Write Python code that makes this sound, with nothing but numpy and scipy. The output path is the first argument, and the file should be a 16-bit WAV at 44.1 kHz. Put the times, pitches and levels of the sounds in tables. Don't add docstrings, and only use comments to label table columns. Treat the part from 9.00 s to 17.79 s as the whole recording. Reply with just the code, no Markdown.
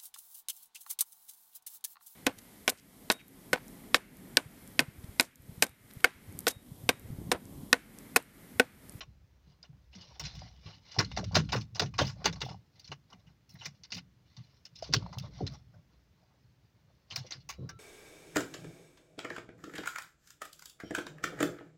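import sys
import numpy as np
from scipy import signal
from scipy.fft import rfft, irfft, next_fast_len
from scipy.io import wavfile
from scipy.ndimage import uniform_filter1d, map_coordinates

SR = 44100
rng = np.random.default_rng(int(sys.argv[2]) if len(sys.argv) > 2 else 0)


def master_out(mix):
    frames = np.transpose(np.atleast_2d(mix))
    ceiling = np.clip(frames, -1, 1)
    pcm = np.round(ceiling * 32767).astype(np.int16)
    wavfile.write(sys.argv[1], SR, pcm)


N = 387638

# time in seconds, rumble level in dB, boom level in dB.
SHIFTING = [(0.0, -68, -60.5), (0.81, -74, -67.5), (1.35, -60, -53), (1.93, -66, -70), (2.1, -47.5, -51),
            (2.37, -37, -47), (2.69, -52, -59), (3.06, -47, -43.5), (3.21, -49.5, -58.5),
            (3.42, -50.5, -47.5), (3.7, -68.5, -74.5), (5.75, -66, -73), (5.97, -48, -47.5),
            (6.17, -51.5, -60.5), (6.44, -51, -50.5), (6.93, -66.5, -69), (7.83, -70.5, -75.5),
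            (8.79, -64.5, -67.5)]
# start in seconds, length in seconds, rustle level in dB, creak level in dB.
STROKES = [(0.415, 0.11, -77.5, -79), (0.911, 0.25, -61.5, -67.5), (1.2, 0.28, -59, -72.5),
           (1.485, 0.16, -71, -82), (1.616, 0.14, -58.5, -80), (1.81, 0.18, -59.5, -76),
           (2.033, 0.25, -63, -77), (2.273, 0.071, -72, -76), (2.403, 0.21, -68, -72.5),
           (3.016, 0.062, -73, -62), (3.148, 0.1, -66.5, -57.5), (3.302, 0.22, -65.5, -70),
           (3.717, 0.21, -73, -84.5), (4.078, 0.13, -83, -72.5), (4.491, 0.12, -77, -92),
           (5.234, 0.34, -76, -94), (5.726, 0.29, -66, -76), (5.961, 0.31, -67, -63),
           (6.176, 0.064, -65, -70), (6.301, 0.11, -61, -60), (6.435, 0.12, -64.5, -65),
           (6.661, 0.15, -92, -79), (6.878, 0.068, -81.5, -80), (7.154, 0.2, -89.5, -79),
           (7.86, 0.072, -84, -77.5), (8.074, 0.29, -65.5, -71), (8.488, 0.18, -85, -74)]
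# start in seconds, relative level in dB, strongest ring in Hz,
# relative low-body level in dB, relative edge (top treble) level in dB, decay t60 in seconds.
CLACKS = [(0.0074, -26.5, 3060, -2.5, -64, 0.066), (0.6275, -39, 4900, -9, -47.5, 0.066),
          (0.648, -45.5, 2920, -7, -48, 0.056), (0.928, -41.5, 2860, -17, -50, 0.11),
          (0.9502, -37, 4800, -6.5, -51.5, 0.065), (1.0091, -39, 4730, -17, -46, 0.13),
          (1.1957, -23, 5540, -9, -28, 0.084), (1.2371, -31, 4160, -8, -48.5, 0.15),
          (1.2511, -27.5, 4070, -18, -54.5, 0.137), (1.3508, -37, 5460, -9.5, -32, 0.1),
          (1.39, -38, 5050, -12.5, -53, 0.06), (1.6591, -41, 3200, -0.5, -43, 0.17),
          (1.917, -35.5, 4850, -7, -50.5, 0.11), (1.942, -37, 4800, 2, -51, 0.12),
          (1.9859, -9, 5150, -4.5, -34, 0.092), (2.0092, -29.5, 5000, 12, -36.5, 0.05),
          (2.0462, -28.5, 4200, -17, -43.5, 0.049), (2.1141, -30, 2950, -2.5, -51, 0.048),
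          (2.1725, -23, 4410, 4, -40.5, 0.089), (2.2413, -28.5, 5600, -14, -41, 0.042),
          (2.318, -42, 4500, 10, -47, 0.09), (2.3526, -7, 4950, -4, -35.5, 0.1),
          (2.3994, -31.5, 1860, 0, -45, 0.035), (2.446, -43, 4240, -27, -48, 0.05),
          (2.4897, -31, 3100, -1.5, -47, 0.075), (2.5272, -21.5, 2880, 6, -30, 0.12),
          (2.5587, -27, 1710, -36, -40, 0.12), (2.6095, -31, 4400, -29.5, -37, 0.067),
          (2.7556, -30, 5026, 1, -38, 0.11), (2.7955, -8.5, 4820, -6, -34.5, 0.058),
          (2.8194, -23, 4940, 1.5, -37.5, 0.092), (2.8594, -37.5, 1830, -37, -47.5, 0.07),
          (2.9387, -37.5, 2530, -8, -41.5, 0.12), (2.9876, -14.5, 3670, 2, -40.5, 0.11),
          (3.0106, -20, 3190, -3.5, -33.5, 0.11), (3.0472, -32.5, 4670, -16, -33.5, 0.17),
          (3.068, -28.5, 5000, -7, -33.5, 0.14), (3.095, -33, 4800, -10, -35.5, 0.066),
          (3.2555, -10, 4700, -6.5, -33, 0.083), (3.3268, -30, 6330, -8, -43.5, 0.056),
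          (3.358, -37.5, 4420, 6, -46, 0.061), (3.4156, -19.5, 3700, 0, -36.5, 0.067),
          (3.4444, -37.5, 3546, -20, -30.5, 0.19), (3.489, -36.5, 5180, 3, -45, 0.146),
          (3.756, -54, 2100, -27, -48, 0.11), (3.7948, -37.5, 4740, -30.5, -28.5, 0.065),
          (3.8432, -39.5, 4380, -20, -42, 0.095), (3.8751, -39, 4900, -15, -48, 0.077),
          (3.9165, -29, 2930, 0.5, -39.5, 0.066), (4.1006, -49, 4760, 4, -35, 0.099),
          (4.1285, -41, 2930, -3.5, -40, 0.059), (4.195, -58, 3880, -9, -48, 0.078),
          (4.265, -53, 2940, 0.5, -47.5, 0.18), (4.4912, -43, 5570, -33, -22.5, 0.12),
          (4.5386, -57.5, 5340, -16, -6, 0.062), (4.5511, -50, 1920, -4, -36, 0.12),
          (4.5855, -43.5, 3900, -11, -40.5, 0.36), (4.6089, -35.5, 2880, -4, -40.5, 0.15),
          (4.6558, -22, 5790, -10.5, -29.5, 0.063), (4.748, -57.5, 4930, -21, -40, 0.14),
          (4.8344, -35.5, 4600, -17, -47, 0.095), (4.9197, -21, 4620, -12, -43.5, 0.086),
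          (4.9444, -28.5, 4660, -24, -30.5, 0.092), (4.968, -30.5, 4900, -3.5, -29.5, 0.076),
          (4.981, -31, 2960, -9, -36.5, 0.061), (5.3657, -41, 4540, -6.5, -45.5, 0.11),
          (5.436, -53, 4160, -33, -32.5, 0.077), (5.6521, -34, 5080, -21.5, -32.5, 0.071),
          (5.754, -37.5, 5070, -45, -37.5, 0.14), (5.7867, -39, 5500, -33, -35.5, 0.061),
          (5.823, -29.5, 5100, -17, -43.5, 0.061), (5.8391, -33.5, 4500, -1, -43, 0.16),
          (5.874, -44, 5200, -12, -44, 0.056), (5.9364, -6.5, 4570, -8, -31.5, 0.063),
          (6.1275, -39, 4650, -6, -43, 0.095), (6.1848, -23, 5360, -58, -26, 0.021),
          (6.1964, -32.5, 4650, -19, -27, 0.035), (6.219, -46, 3670, -3, -37, 0.17),
          (6.4652, -26.5, 4080, -11, -47, 0.07), (6.5201, -51, 4570, -9, -23.5, 0.12),
          (6.536, -40.5, 5490, -13, -38, 0.07), (6.738, -63.5, 1550, -6, -55, 0.11),
          (8.108, -29, 3090, -3.5, -49, 0.15), (8.1594, -18.5, 6000, -15, -24.5, 0.066),
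          (8.186, -36.5, 5360, -12, -33.5, 0.14), (8.265, -41, 5800, -14, -42, 0.09),
          (8.307, -28, 6100, -8, -43, 0.072), (8.3195, -26.5, 4600, -9, -41.5, 0.098),
          (8.402, -50, 4350, -30, -48.5, 0.1), (8.4896, -26.5, 6280, -8.5, -24, 0.12),
          (8.5356, -42.5, 2870, -5.5, -32, 0.066), (8.6906, -31.5, 5670, -5.5, -27.5, 0.07)]
# start in seconds, relative level in dB.
LEAD_INS = [(2.164, -27.5), (2.345, -20.5), (2.52, -19.5), (2.748, -33), (2.981, -19.5), (3.243, -22.5),
            (3.405, -30), (3.907, -48), (4.646, -33.5), (4.904, -39), (5.925, -25.5), (8.102, -38)]
# start in seconds, column level in dB, column ring in Hz,
# panel level in dB relative to the column.
THUDS = [(0.07, -48.5, 118, -21.5), (0.469, -48.5, 137.5, -24), (0.691, -43, 124, -31),
         (0.952, -42, 177.5, -18), (1.208, -42.5, 141, -15), (1.351, -41.5, 102, -34),
         (1.424, -47.5, 119, -20), (1.656, -37, 103, -16), (1.976, -26.5, 179, -13),
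         (1.982, -26, 95.3, -3.5), (2.18, -26.5, 184.3, -11), (2.233, -47, 170, -4), (2.364, -16, 153, -13),
         (2.396, -29.5, 117.3, -16), (2.536, -29.5, 200.7, -15), (2.549, -22.5, 110.5, -14.5),
         (2.722, -41, 113, -26), (2.81, -22.5, 139, -12.5), (2.852, -46, 99, -24), (2.995, -30.5, 191, -4),
         (3.001, -20, 132.4, -13), (3.245, -39, 182, 6.5), (3.269, -29, 163.4, -10),
         (3.425, -30, 123.7, -16.5), (3.492, -32, 116.7, -18.5), (3.892, -39.5, 138.3, -20),
         (4.135, -48.5, 174, -22), (4.268, -48, 139.6, -31), (4.541, -44, 125.5, -42),
         (4.66, -41, 139, -32), (4.92, -43, 175, -17), (4.944, -35.5, 175.2, -25),
         (5.375, -41.5, 118.4, -35), (5.889, -28, 149, -11.5), (5.935, -25, 100, -4.5),
         (5.952, -29, 122, -21), (6.062, -47, 113, -17), (6.165, -33, 122.7, -40), (6.278, -53, 93.4, -5),
         (6.403, -33, 265.4, -0.5), (6.413, -24.5, 104.4, -12), (6.517, -37.5, 126.6, -27),
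         (6.654, -52, 113.5, -24.5), (8.119, -44, 136, -28), (8.173, -38.5, 127.6, -36),
         (8.348, -44.5, 125.5, -14), (8.583, -32.5, 131.2, -11), (8.622, -36.5, 168, -7.5),
         (8.707, -43.5, 72, -8)]
# start in seconds, relative level in dB, ring in Hz, decay t60 in seconds.
TAPS = [(1.419, -35.5, 757, 0.03), (1.964, -35.5, 770, 0.073), (2.173, -24, 716, 0.024),
        (2.231, -34.5, 597, 0.051), (2.312, -37, 770, 0.019), (2.367, -13.5, 604, 0.03),
        (2.553, -23, 496, 0.029), (2.818, -28.5, 430, 0.1), (2.939, -39.5, 1090, 0.029),
        (3.016, -16.5, 572, 0.029), (3.437, -32, 470, 0.018), (3.464, -33.5, 760, 0.024),
        (3.487, -35, 750, 0.032), (3.514, -39, 795, 0.023), (3.544, -39, 796, 0.027),
        (4.125, -44.5, 1150, 0.029), (5.825, -27, 650, 0.029), (6.024, -34.5, 945, 0.017),
        (6.063, -29.5, 940, 0.015), (6.127, -39, 1020, 0.046), (6.153, -37, 896, 0.016),
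        (6.174, -25, 840, 0.0045), (6.406, -31.5, 737, 0.046), (6.74, -60.5, 603, 0.2),
        (8.245, -45.5, 513, 0.08), (8.495, -34, 1112, 0.048), (8.691, -41, 1565, 0.082)]
# frequency in Hz, decay t60 in seconds.
RING_MODES = [(1340, 1.2), (3912, 1.2)]
# start in seconds, level of the first mode in dB, level of the second in dB.
RING_BLOWS = [(8.492, -76, -70), (8.692, -59, -73)]
# frequency in Hz, strength in dB.
LOCK_MODES = [(570, -7.5), (750, -3.5), (900, -4), (1110, -4.5), (1420, -9), (2060, -3.5), (2350, -10),
              (2930, -2), (3430, -5.5), (3650, -1.5), (4100, 1), (4370, -4.5), (4880, -3), (5250, 2),
              (5650, 1.5), (6100, -3)]

# frequency in Hz, relative density in dB per Hz.
RUSTLE_COLOUR = [(500, -28), (1200, -7.5), (1900, -3), (3350, -2.5), (4750, 1.5), (6500, -9), (8000, -35.5),
                 (13000, -100)]
RUMBLE_COLOUR = [(50, -35), (85, -0.5), (119, 2), (188, -4), (247, -20), (300, -16.5), (390, -56.5),
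                 (660, -120)]
CREAK_COLOUR = [(180, -34.5), (300, -7), (600, -2), (1200, -7.5), (2500, -20.5), (6000, -100)]
BOOM_COLOUR = [(22, -37.5), (40, -12), (62, 8.5), (80, -2), (250, -110)]
CLACK_COLOUR = [(180, -21), (300, -10.5), (595, -9), (1120, -4.5), (1240, -8), (1440, -3), (2340, -4.5),
                (2730, -1.5), (3120, -8), (4970, -5), (6720, -11), (7940, -30)]
EDGE_COLOUR = [(7000, -72.5), (8500, -39.5), (11000, -43.5), (13300, -46.5), (15000, -33), (16300, -41)]
PANEL_COLOUR = [(200, -27), (270, 1), (450, -1), (650, -18.5), (2500, -120)]
HISS_COLOUR = [(120, -32.5), (200, 0), (323, -2.5), (374, -4), (857, -13), (1890, -12.5), (4930, -20),
               (6260, -19.5), (8560, -30.5), (13600, -29), (15100, -21.5), (16300, -34)]

# frequency in Hz, relative gain in dB.
BODY_LAG = [(1600, -6), (2600, -1.5)]
# light contact in dB, its share as a gain, hard contact in dB, its share as a gain.
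PLAIN_SHARE = [-45, .3, -20, 1.1]

SPAN = SR // 2
REST_RUSTLE_DB, REST_CREAK_DB = -85, -84.5
STROKE_ATTACK_S, STROKE_T60 = 0.07, 0.17
GRIT_PER_S, GRIT_DB, GRIT_SPREAD_DB, GRIT_T60 = 140, -6, 1.5, 0.015
SING_DB, SING_WIDTH_HZ, SING_WANDER_DB = 3, 60, 5.5
SHUDDER_DB, SHUDDER_T60, SHUDDER_RISE_S = -5.5, 0.23, 0.014
FOCUS_DB, FOCUS_WIDTH = 5, .5
HALF_WIDTH_HZ = 45
STRIKE_S = .0004
CHATTER_DB, HILLS_DB = 1.5, 3.5
HANDOVER = .12
STRIKE_FOCUS = 1.4
SAG, SAG_S = 0.32, .012
COLUMN_T60, COLUMN_RISE_S = 0.2, 0.015
HISS_DB, TOP_HZ = -76, 16000


def amp(db):
    return 10 ** (np.asarray(db) / 20)


def unit(x):
    return x / np.sqrt(np.mean(x ** 2) + 1e-20)


def along(points, hz):
    f, v = np.transpose(points)
    return np.interp(np.log(hz + 1), np.log(f + 1), v)


def filtered(x, gain):
    m = next_fast_len(len(x) + 4096)
    return irfft(rfft(x, m) * gain(np.fft.rfftfreq(m, 1 / SR)), m)[:len(x)]


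def coloured(x, colour):
    return unit(filtered(x, lambda f: amp(along(colour, f))))


def wobble(rate, size=N):
    knots = rng.standard_normal(int(size * rate / SR) + 4)
    return map_coordinates(knots, [np.arange(size) * rate / SR])


def add(track, s, sound):
    track[max(round(s * SR), 0):][:len(sound)] += sound


def damped(hz, t60, rise, sag=0):
    t = np.arange(SPAN) / SR
    bent_time = t + sag * SAG_S * (1 - np.exp(-t / SAG_S))
    return np.sin(2 * np.pi * hz * bent_time) * amp(-60 * t / t60) * (1 - np.exp(-t / rise))


def mottled(colour, patchy_db, lumps_db):
    z = signal.stft(rng.standard_normal(N + 512), nperseg=512)[2]
    field = uniform_filter1d(rng.standard_normal(z.shape), size=3, axis=0)
    field = uniform_filter1d(field, size=7, axis=1)
    noise = signal.istft(z * amp(patchy_db * unit(field)), nperseg=512)[1][:N]
    return coloured(noise * amp(lumps_db), colour)


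def movement():
    seconds, rumble_db, boom_db = np.transpose(SHIFTING)
    now = np.arange(N) / SR
    rumble_gain = amp(np.interp(now, seconds, rumble_db)) + shudder()
    boom_gain = amp(np.interp(now, seconds, boom_db))
    rumble = mottled(RUMBLE_COLOUR, patchy_db=4.0, lumps_db=0.41 * wobble(5.2))
    boom = mottled(BOOM_COLOUR, patchy_db=.8, lumps_db=3 * wobble(7))
    return rubbing() + rumble_gain * rumble + boom_gain * boom


def shudder():
    out, t = np.zeros(N + SR), np.arange(SPAN) / SR
    for s, db, *_ in THUDS:
        add(out, s, amp(db + SHUDDER_DB - 60 * t / SHUDDER_T60) * (1 - np.exp(-t / SHUDDER_RISE_S)))
    return out[:N]


def rubbing():
    rustle_gain, creak_gain = strokes()
    rustle = mottled(RUSTLE_COLOUR, patchy_db=3, lumps_db=1.2 * wobble(15) + 1.5 * wobble(200))
    creak = mottled(CREAK_COLOUR, patchy_db=3, lumps_db=3 * wobble(60) + 2 * wobble(12))
    gritty = rustle + amp(GRIT_DB) * grit()
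    return rustle_gain * through_trim(gritty) + creak_gain * through_trim(creak)


def strokes():
    gains = amp([[REST_RUSTLE_DB], [REST_CREAK_DB]]) * np.ones(N + SR)
    t = np.arange(SR) / SR
    for s, length, *levels in STROKES:
        press = np.minimum(t / STROKE_ATTACK_S, 1) * amp(-60 * np.maximum(t - length, 0) / STROKE_T60)
        for gain, db in zip(gains, levels):
            add(gain, s, amp(db) * press)
    return gains[:, :N]


def grit():
    catches = (rng.random(N) < GRIT_PER_S / SR) * amp(GRIT_SPREAD_DB * rng.exponential(size=N))
    envelope = signal.lfilter([1], [1, -amp(-60 / (SR * GRIT_T60))], catches)
    return coloured(envelope * rng.standard_normal(N), RUSTLE_COLOUR)


def through_trim(x):
    f, t, z = signal.stft(x, SR, nperseg=1024)
    gain = 1
    for hz, db in LOCK_MODES:
        wander_db = SING_WANDER_DB * wobble(12 * 512, size=len(t))
        gain = gain + amp(SING_DB + db + wander_db) / (1 + ((f[:, None] - hz) / SING_WIDTH_HZ) ** 2)
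    return unit(signal.istft(z * gain, SR, nperseg=1024)[1][:N])


def clacks():
    out = np.zeros(N + SR)
    lead = 220
    t = np.arange(SPAN // 2) / SR
    m = next_fast_len(len(t) + 2048)
    f = np.fft.rfftfreq(m, 1 / SR)
    mode_hz, mode_db = np.transpose(LOCK_MODES)
    modes = 1 / (1 + 1j * (f - mode_hz[:, None]) / HALF_WIDTH_HZ)
    band = (f > 2000) & (f < 7000)
    scrapes = [(s, db, 4800, -8, -50, .09) for s, db in LEAD_INS]
    for s, db, ring_hz, body_db, edge_db, t60 in list(CLACKS) + scrapes:
        rise = STRIKE_S + .06 * t60 ** 2
        direct = amp(-60 * t / max(t60, .02)) * (1 - np.exp(-t / rise))
        shape = direct + amp(-34.5 - 60 * t / 0.24)

        stage = t / (HANDOVER * t60)
        first, second, third = 1 - stage, 1 - abs(stage - 1), stage - 1
        shares = np.sqrt(np.clip([first, second, third], 0, 1))

        focus = FOCUS_DB * np.exp(-(np.log((f + 1) / ring_hz) / FOCUS_WIDTH) ** 2)
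        body_tilt = along([(1100, body_db + 8), (2600, 0.0031)], f)
        colour = amp(along(CLACK_COLOUR, f) + body_tilt + focus) * (f < 8500)
        edge = amp(along(EDGE_COLOUR, f) + edge_db + 48)
        own_ring = 2 / (1 + 1j * (f - ring_hz) / (2 * HALF_WIDTH_HZ))
        plain = np.interp(db, PLAIN_SHARE[::2], PLAIN_SHARE[1::2])
        ringing = min(t60 / .05, 1) ** 2

        spectrum = 0
        for share, lift in zip(shares, (STRIKE_FOCUS, 1, .5)):
            lumps_db = 2.2 * wobble(400, size=len(t)) + CHATTER_DB * wobble(120, size=len(t))
            noise = rng.standard_normal(len(t)) * amp(lumps_db)
            noise = noise * np.linalg.norm(share * shape) / np.linalg.norm(noise * share * shape)

            strengths = amp(mode_db + 5.5 * rng.standard_normal(len(LOCK_MODES)))
            rings = plain + ringing * (strengths @ modes + lift * own_ring)
            hills = np.transpose([np.linspace(800, 7000, 9), HILLS_DB * rng.standard_normal(9)])
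            stage_db = along(hills, f) + (lift - 1) * (focus + along(BODY_LAG, f))
            body = colour * amp(stage_db) * rings

            thick = rfft(np.pad(noise * share * shape, (lead, 0)), m) * body
            thin = rfft(np.pad(noise * share * direct ** 1.3, (lead, 0)), m) * edge
            spectrum = spectrum + (thick + thin) / np.sqrt(np.mean(abs(body[band]) ** 2))
        add(out, s - lead / SR, amp(db - 4.0) * irfft(spectrum, m)[:len(t)])
    return out[:N]


def thuds():
    out, t = np.zeros(N + SR), np.arange(SPAN) / SR
    for s, db, hz, panel_db in THUDS:
        column = damped(hz, COLUMN_T60, COLUMN_RISE_S, SAG)
        column += .3 * damped(hz * rng.uniform(.65, 1.6), COLUMN_T60, COLUMN_RISE_S)
        shake = coloured(rng.standard_normal(SPAN), PANEL_COLOUR)
        panel = amp(db + panel_db - 60 * t / 0.15) * (1 - np.exp(-t / 0.0068)) * shake
        add(out, s, amp(db) * column + panel)
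    return out[:N]


def taps():
    out, rise = np.zeros(N + SR), .0015
    for s, db, hz, t60 in TAPS:
        below = damped(hz * rng.uniform(0.71, 1.0), t60, rise)
        above = damped(hz * rng.uniform(1.0, 1.2), t60, rise)
        add(out, s, amp(db - 1.0) * (damped(hz, t60, rise) + .5 * (below + above)))
    return out[:N]


def ringing_metal():
    out = np.zeros(N + SR)
    for s, *levels in RING_BLOWS:
        for db, (hz, t60) in zip(levels, RING_MODES):
            add(out, s, amp(db) * damped(hz, t60, 0.0014))
    return out[:N]


def scene():
    return (movement() + clacks() + thuds() + taps() + ringing_metal())[None]


def record(dry):
    hiss = amp(HISS_DB) * coloured(rng.standard_normal(N), HISS_COLOUR)
    return filtered(dry[0] + hiss, lambda f: f < TOP_HZ)[None]


dry = scene()
out = record(dry)
master_out(out)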